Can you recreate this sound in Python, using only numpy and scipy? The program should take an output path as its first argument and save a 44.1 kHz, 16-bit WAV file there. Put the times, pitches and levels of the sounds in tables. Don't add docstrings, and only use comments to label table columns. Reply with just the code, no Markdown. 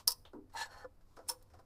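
import sys
import numpy as np
from scipy import signal
from scipy.fft import rfft, irfft, next_fast_len
from scipy.io import wavfile
from scipy.ndimage import map_coordinates

SR = 44100
rng = np.random.default_rng(int(sys.argv[2]) if len(sys.argv) > 2 else 0)


def unload_audio(sound):
    columns = np.transpose(np.atleast_2d(sound))
    steps = np.round(np.clip(columns, -1, 1) * 32767)
    wavfile.write(sys.argv[1], SR, steps.astype(np.int16))


def volts_from_decibels(level):
    exponent = np.asarray(level, float) / 20
    return 10 ** exponent


N = 72765

# (time [s], level [dB], rise [s], contact t60 [s])
SLIP_1 = [
    (.0755, -23.5, 0.000915, 0.014),
    (.0765, -16.5, 0.0013, .012),
    (.0795, -29, 0.0012, 0.022),
    (.083, -32.5, 0.00089, 0.013),
    (.089, -35.5, 0.00082, 0.024),
    (.097, -41, 0.0018, 0.037),
    (.1045, -32.5, .001, .015),
    (.1075, -35.5, 0.00069, 0.017),
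    (.1172, -32, .0007, 0.018),
    (.121, -42, 0.00093, 0.0334),
]
# (time [s], level [dB], rise [s], contact t60 [s])
SLIP_2 = [
    (1.2902, -35.5, 0.00087, 0.0174),
    (1.2925, -36, .001, 0.018),
    (1.296, -32, .0015, 0.024),
    (1.2995, -43.5, 0.00069, 0.0087),
    (1.3025, -43, 0.00104, 0.015),
    (1.313, -49, 0.0022, 0.094),
]
# (frequency [Hz], gain [dB])
CRACK_1 = [(400, -37), (1000, -20), (2200, -28), (3300, -22), (5100, -3.5), (6900, -16.5), (10000, -7),
           (12300, -13), (14200, -7)]
CRACK_2 = [(300, -35), (950, 4.5), (2200, -16), (5300, -6), (7200, -8.5), (9500, -2), (12000, -7),
           (15000, -2.5)]
# (frequency [Hz], starting level [dB], t60 [s])
RING_1 = [(490.2, -27.5, 0.22), (959, -20, .12), (1050, -26, 0.13), (1280, -23, .08), (4710, -3, 0.033),
          (5236, -1.5, .025), (5410, -3, 0.053), (5400, 2.5, 0.043), (5890, -10, 0.039), (8460, -7, .025),
          (10594, -4, 0.031), (11470, -8.5, 0.026), (11230, -7, 0.021), (15060, -9.5, .03)]
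RING_2 = [(329, -27.5, 0.3), (404, -28, 0.23), (493, -16, 0.27), (515, -14, 0.23), (942.3, -0.5, 0.1),
          (3370, -22, 0.028), (4360, -23.5, 0.046), (6170, 0, 0.034), (5265, -20, 0.075), (5430, -9, 0.081),
          (5717, -6, .05), (8560, 5, 0.0167), (10100, -16, 0.021), (10000, 4.5, 0.029)]
# (frequency [Hz], t60 [s])
FRAME_T60 = [(400, 0.2), (1500, 0.13), (3200, 0.086), (5300, 0.075), (9500, 0.061), (14000, 0.038)]

# (time [s], level [dB], rise [s], contact t60 [s])
SLIP_2_SKID = [
    (1.279, -49, .003, 0.067),
    (1.284, -37.5, 0.0035, 0.084),
]
# (frequency [Hz], gain [dB])
SLIP_2_SKID_TONE = [(1500, -24), (5300, -13), (7000, -9), (8600, -3), (9900, 2), (11500, -8), (14000, -19)]

# (time [s], level [dB], low mode offset [dB], treble offset [dB])
HARD_STROKE = [(.52, -86, 13, 5), (.545, -67, 3, -4.5), (.55, -58.5, 7, -10), (.568, -51, 6, -3),
               (.577, -53, -5, 1.5), (.6, -52, 0, 2), (.62, -50.5, 3, 3.5), (.645, -55, -0.5, -3.5),
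               (.685, -73, -4, -9)]
# (time [s], level [dB], treble offset [dB])
LIGHT_STROKE = [(.655, -53, -3.5), (.68, -64, -14.5), (.72, -55.5, -8), (.765, -56.5, -12.5),
                (.78, -57.5, -7), (.838, -57.5, -14), (.865, -72, -27)]
# (frequency [Hz], width [Hz], level [dB])
HARD_LOW = [(805.5, 60.6, -2), (917, 37, 4), (1038, 74, -7.5), (1310.6, 55.4, -9.5)]
HARD_MID = [(1485, 19, 3.5), (1626, 44, 1), (1760, 45, -1.5), (1963, 96, -3)]
HARD_TOP = [(2857, 34, -10), (3747, 25, -11.5), (4263.5, 20, -4.5), (5375, 60, -12), (5700, 51, -14.5),
            (7100, 91, -13.5), (7900, 17, -12)]
LIGHT_LOW = [(507, 23, -3), (825.4, 59, 2.5), (1028, 51, 2), (1286, 40, -4.5), (1470, 43, 4.5),
             (1740, 26, 4.5)]
LIGHT_TOP = [(3250, 29, -5), (4300, 150, 4.5), (5540, 87, -3.5), (6300, 92, -4.5), (10900, 870, -17)]
# (frequency [Hz], gain [dB])
GRIT_LOW = [(350, 4), (600, 12), (900, 5), (1700, 7.5), (2300, -2), (3500, -63)]
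GRIT_TOP = [(1300, -43), (2200, -7), (3100, -1), (4300, 0.5), (5500, -7.5), (8000, -5.5), (11000, -15),
            (15000, -20)]
# (time [s], level [dB])
CATCHES = [(0.538, -54), (.5485, -41.5), (.5595, -46.5), (.568, -44), (.581, -45), (.589, -46), (.597, -43),
           (.611, -41), (.620, -51), (.633, -50), (.645, -55)]
# (time [s], level [dB])
STROKE_SQUEAL = [(.555, -83), (.574, -49.5), (.584, -46), (.592, -47.5), (.600, -56), (.612, -43),
                 (.620, -43), (.630, -46), (.645, -50), (.665, -68)]
SLIP_SQUEAL = [(1.2895, -62), (1.2908, -37), (1.296, -35.5), (1.3015, -36.5), (1.304, -46), (1.318, -56),
               (1.34, -66), (1.36, -85)]

# (time [s], level [dB], rise [s], contact t60 [s])
SKIDS = [(.0728, -33, .0015, 0.058), (.533, -65, 0.0033, 0.107), (.66, -64, 0.0033, 0.068),
         (1.274, -61.5, .004, 0.06), (1.314, -60, 0.00225, 0.08), (1.4255, -65, .0005, 0.012),
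         (1.541, -75.5, 0.0014, 0.03), (1.594, -75.5, 0.0029, 0.048), (1.392, -87, 0.0035, 0.12),
         (1.423, -67, 0.00194, 0.046), (1.157, -68.5, 0.0091, 0.022)]
# (frequency [Hz], gain [dB])
SKID_TONE = [(1500, -33.5), (4000, -5), (6500, -5.5), (9000, -3), (14000, -4.5)]
# (time [s], level [dB], rise [s], contact t60 [s])
STOP = [
    (.842, -53.5, 0.0028, 0.053),
    (.847, -55.5, 0.00196, 0.038),
    (.853, -56.5, 0.0017, 0.052),
]
# (frequency [Hz], starting level [dB], t60 [s])
STOP_RING = [(292, -12.5, 0.13), (357, -16, .09), (503, 3.5, 0.055), (810, -15, 0.022), (994, -7.5, 0.08),
             (1298, 7.5, 0.011), (1500, -4, 0.026)]
# (time [s], bracket level [dB], blade level [dB], rise [s], contact t60 [s])
TAPS = [(0.496, -74, -71.5, 0.0014, 0.14), (0.843, -57, -64, 0.0026, 0.058), (1.008, -80, -74, 0.002, 0.1),
        (1.165, -50.5, -58.5, 0.0036, 0.097), (0.331, -50.5, -69, 0.00093, 0.064),
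        (1.184, -52.5, -70.5, 0.0062, 0.16), (1.256, -70.5, -70, 0.015, 0.22),
        (1.499, -73, -71, 0.0022, 0.21), (1.533, -58.5, -67.5, 0.0046, 0.17),
        (1.587, -57.5, -68, 0.0026, 0.104), (1.41, -71, -73, 0.0042, 0.065)]
# (frequency [Hz], starting level [dB], t60 [s])
BRACKET = [(332, -4, .038), (517, -3, 0.1), (665, -8.5, 0.071), (768, -2.5, 0.028), (1007, -3.5, 0.052),
           (1273, -2, 0.023), (1457, -2.5, 0.012), (1766, -10, 0.011)]
# (frequency [Hz], gain [dB])
BLADE = [(1500, 1.5), (3000, -12), (4600, -7), (5300, -0.5), (6000, -10), (9000, -12.5), (14000, -25)]

# (time [s], level [dB], rise [s], contact t60 [s])
TICK = [
    (.2505, -55, 0.0012, 0.13),
    (.268, -72, 0.0072, 0.068),
]
# (frequency [Hz], gain [dB])
PLASTIC = [(250, -7), (800, 3.5), (1300, -5), (2200, -10), (3600, -0.5), (4800, -16.5), (12000, -32)]
# (time [s], level [dB], rise [s], contact t60 [s])
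BUMP = [
    (.333, -51.5, 0.0021, .1),
    (.341, -51.5, 0.0033, 0.082),
    (.349, -49, 0.0031, 0.061),
    (.366, -58.5, 0.0028, 0.067),
]
# (frequency [Hz], starting level [dB], t60 [s])
HOLLOW = [(259.8, -3.5, 0.54), (295, -6, 0.24), (336, -2.5, 0.22), (388.8, 5, 0.3), (422.3, -7.5, 0.29),
          (461, -11, 0.089), (491.2, -2, 0.24)]
# (frequency [Hz], gain [dB])
HOLLOW_SKIN = [(150, -28), (300, 16), (500, -11), (750, -11.5), (1000, -7.5), (1350, -16.5), (2200, -41),
               (4000, -46)]
# (time [s], level [dB], rise [s], contact t60 [s])
EARLIER = [
    (-0.025, -55, 0.026, 0.099),
]
GRIP_RUSTLE = [
    (.97, -76.5, 0.14, 2.95),
]
# (frequency [Hz], gain [dB])
HANDLING_TONE = [(400, -17.5), (1050, 3.5), (1800, -17), (5000, -9.5), (14000, -22.5)]

# (frequency [Hz], t60 [s])
ROOM_T60 = [(300, 0.76), (3000, 0.38), (5300, 0.33), (12000, 0.4)]
# (frequency [Hz], gain [dB])
HUM = [(8, 2.5), (24, 6), (36, -5.5), (60, -9.5), (75, -2.5), (89, -0.5), (105, -6.5), (140, -15),
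       (210, -25.5), (400, -60)]
AIR = [(120, -37.5), (200, 1.5), (623, -7), (968, -11.5), (3310, -28), (4950, -23.5), (6050, -29),
       (13800, -27.5), (16000, -41.5)]


def strike(rows, crack, ring, ring_db, frame_db, hard_hz):
    def softened_modes(hz):
        return modes(ring)(hz) / (1 + 1j * hz / hard_hz) ** 3

    snap = filtered(contacts(rows), colour(crack))
    rung = filtered(blows(rows), softened_modes)
    dense = decay(snap, FRAME_T60, delay_s=0.0011)
    return snap + volts_from_decibels(ring_db) * rung + volts_from_decibels(frame_db) * dense


def slips():
    first = strike(SLIP_1, CRACK_1, RING_1, ring_db=-2, frame_db=-5.5, hard_hz=30000)
    second = strike(SLIP_2, CRACK_2, RING_2, ring_db=-2, frame_db=-5, hard_hz=30000)
    skid = filtered(contacts(SLIP_2_SKID), colour(SLIP_2_SKID_TONE))
    return first + second + skid


def scrape():
    mid, low, top = stroke(HARD_STROKE)
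    light, light_top = stroke(LIGHT_STROKE)
    hard_sound = filtered(mid, peaks(HARD_MID)) + filtered(low, peaks(HARD_LOW)) + filtered(top, peaks(HARD_TOP))
    light_sound = filtered(light, peaks(LIGHT_LOW)) + filtered(light_top, peaks(LIGHT_TOP))
    low_grit = volts_from_decibels(-8) * filtered(mid + low + light, colour(GRIT_LOW))
    top_grit = filtered(volts_from_decibels(1.5) * top + volts_from_decibels(-2) * light_top, colour(GRIT_TOP))
    return hard_sound + light_sound + low_grit + top_grit


def stroke(rows):
    grain_db, grains_per_s = 1, 380
    time, level, *offsets = np.transpose(rows)
    t = np.arange(N) / SR
    forces = []
    for db in [level] + [level + offset for offset in offsets]:
        lumps = map_coordinates(rng.standard_normal(4000), [t * grains_per_s])
        grains = unit(volts_from_decibels(grain_db * lumps) * rng.standard_normal(N))
        forces.append(grains * volts_from_decibels(np.interp(t, time, db, -150, -150)))
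    return forces


def catches():
    releases = [(time, db, 0, 0.059) for time, db in CATCHES]
    return filtered(blows(releases), peaks(HARD_LOW))


def squeal(rows, tone_hz):
    wander_rad, flutter_db = 0.4, 1.5
    time, db = np.transpose(rows)
    t = np.arange(N) / SR
    wander, flutter = [map_coordinates(row, [t * 250]) for row in rng.standard_normal((2, 500))]
    level = volts_from_decibels(np.interp(t, time, db, -150, -150) + flutter_db * flutter)
    return np.sqrt(2) * level * np.sin(2 * np.pi * tone_hz * t + wander_rad * wander)


def skids():
    return filtered(contacts(SKIDS), colour(SKID_TONE))


def edge_stop():
    return filtered(contacts(STOP) + 2 * blows(STOP), modes(STOP_RING))


def taps():
    on_bracket = contacts([(time, db, rise, t60) for time, db, _, rise, t60 in TAPS])
    on_blade = contacts([(time, db, rise, t60) for time, _, db, rise, t60 in TAPS])
    return filtered(on_bracket, modes(BRACKET)) + filtered(on_blade, colour(BLADE))


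def plastic_tick():
    return filtered(contacts(TICK), colour(PLASTIC))


def hollow_bump():
    return strike(BUMP, HOLLOW_SKIN, HOLLOW, ring_db=6, frame_db=-5, hard_hz=600)


def handling():
    return filtered(contacts(EARLIER + GRIP_RUSTLE), colour(HANDLING_TONE))


def room(work):
    return volts_from_decibels(-28.5) * decay(work, ROOM_T60, delay_s=0.006)


def room_tone():
    sway = map_coordinates(rng.standard_normal(40), [np.arange(N) / SR * 8])
    hum = filtered(rng.standard_normal(N), lambda hz: volts_from_decibels(along(HUM, hz)))
    air = filtered(rng.standard_normal(N), lambda hz: volts_from_decibels(along(AIR, hz)))
    return volts_from_decibels(-61) * hum + volts_from_decibels(-74.5 + 0.8 * sway) * air


def contacts(rows):
    t = np.arange(N) / SR
    shape = np.zeros(N)
    for time, db, rise, t60 in rows:
        fade_db = 60 * np.clip(t - time - rise, 0, None) / t60
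        shape += volts_from_decibels(db - fade_db) * np.clip((t - time) / rise, 0, 1) ** 2
    return shape * rng.standard_normal(N)


def blows(rows):
    x = np.zeros(N)
    for time, db, rise, t60 in rows:
        burst_s = rise / 5 + t60 / (2 * np.log(1000))
        x[round((time + rise) * SR)] = volts_from_decibels(db) * np.sqrt(SR * burst_s)
    return x


def peaks(rows):
    def response(hz):
        total = 0
        for k, (centre, width, db) in enumerate(rows):
            damping = 1j * hz * width
            total = total + (-1) ** k * volts_from_decibels(db) * damping / (centre ** 2 - hz ** 2 + damping + 1e-9)
        return total
    return response


def modes(rows):
    return peaks([(hz, np.log(1000) / np.pi / t60, db + 20 * np.log10(t60)) for hz, db, t60 in rows])


def colour(points):
    def response(hz):
        cepstrum = irfft(np.log(volts_from_decibels(along(points, hz)) + 1e-6))
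        size = len(cepstrum)
        fold = np.where(np.arange(size) < size // 2, 2., 0.)
        return np.exp(rfft(cepstrum * fold))
    return response


def filtered(x, response):
    size = 2 * next_fast_len(N // 2 + SR // 4)
    h = response(np.fft.rfftfreq(size, 1 / SR))
    h = unit(np.abs(h)) * np.exp(1j * np.angle(h))
    return irfft(rfft(x, size) * h, size)[:N]


def decay(x, t60s, delay_s):
    hz, t, z = signal.stft(rng.standard_normal(SR // 2), SR, nperseg=128)
    fade = volts_from_decibels(-60 * t / along(t60s, hz)[:, None])
    tail = signal.istft(z * fade, SR, nperseg=128)[1]
    delayed = np.pad(x, (round(delay_s * SR), 0))
    return signal.fftconvolve(delayed, tail / np.linalg.norm(tail))[:N]


def along(points, hz):
    f, value = np.transpose(points)
    return np.interp(np.log(hz + 1), np.log(f + 1), value)


def unit(x):
    return x / np.sqrt(np.mean(x ** 2) + 1e-30)


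def scene():
    work = slips() + scrape() + catches()
    work += squeal(STROKE_SQUEAL, tone_hz=1734) + squeal(SLIP_SQUEAL, tone_hz=5344)
    work += skids() + edge_stop() + taps()
    work += plastic_tick() + hollow_bump() + handling()
    return (work + room(work) + room_tone())[None]


def roll_off(x):
    return signal.sosfilt(signal.butter(12, 16540, fs=SR, output="sos"), x)


def record(dry):
    top_hz, slope_hz = 15300, 200
    hz = np.fft.rfftfreq(N, 1 / SR)
    rolloff = 1 + np.exp(np.clip((hz - top_hz) / slope_hz, -50, 50))
    mix = irfft(rfft(dry) / rolloff, N)
    return roll_off(mix)


dry = scene()
out = record(dry)
unload_audio(out)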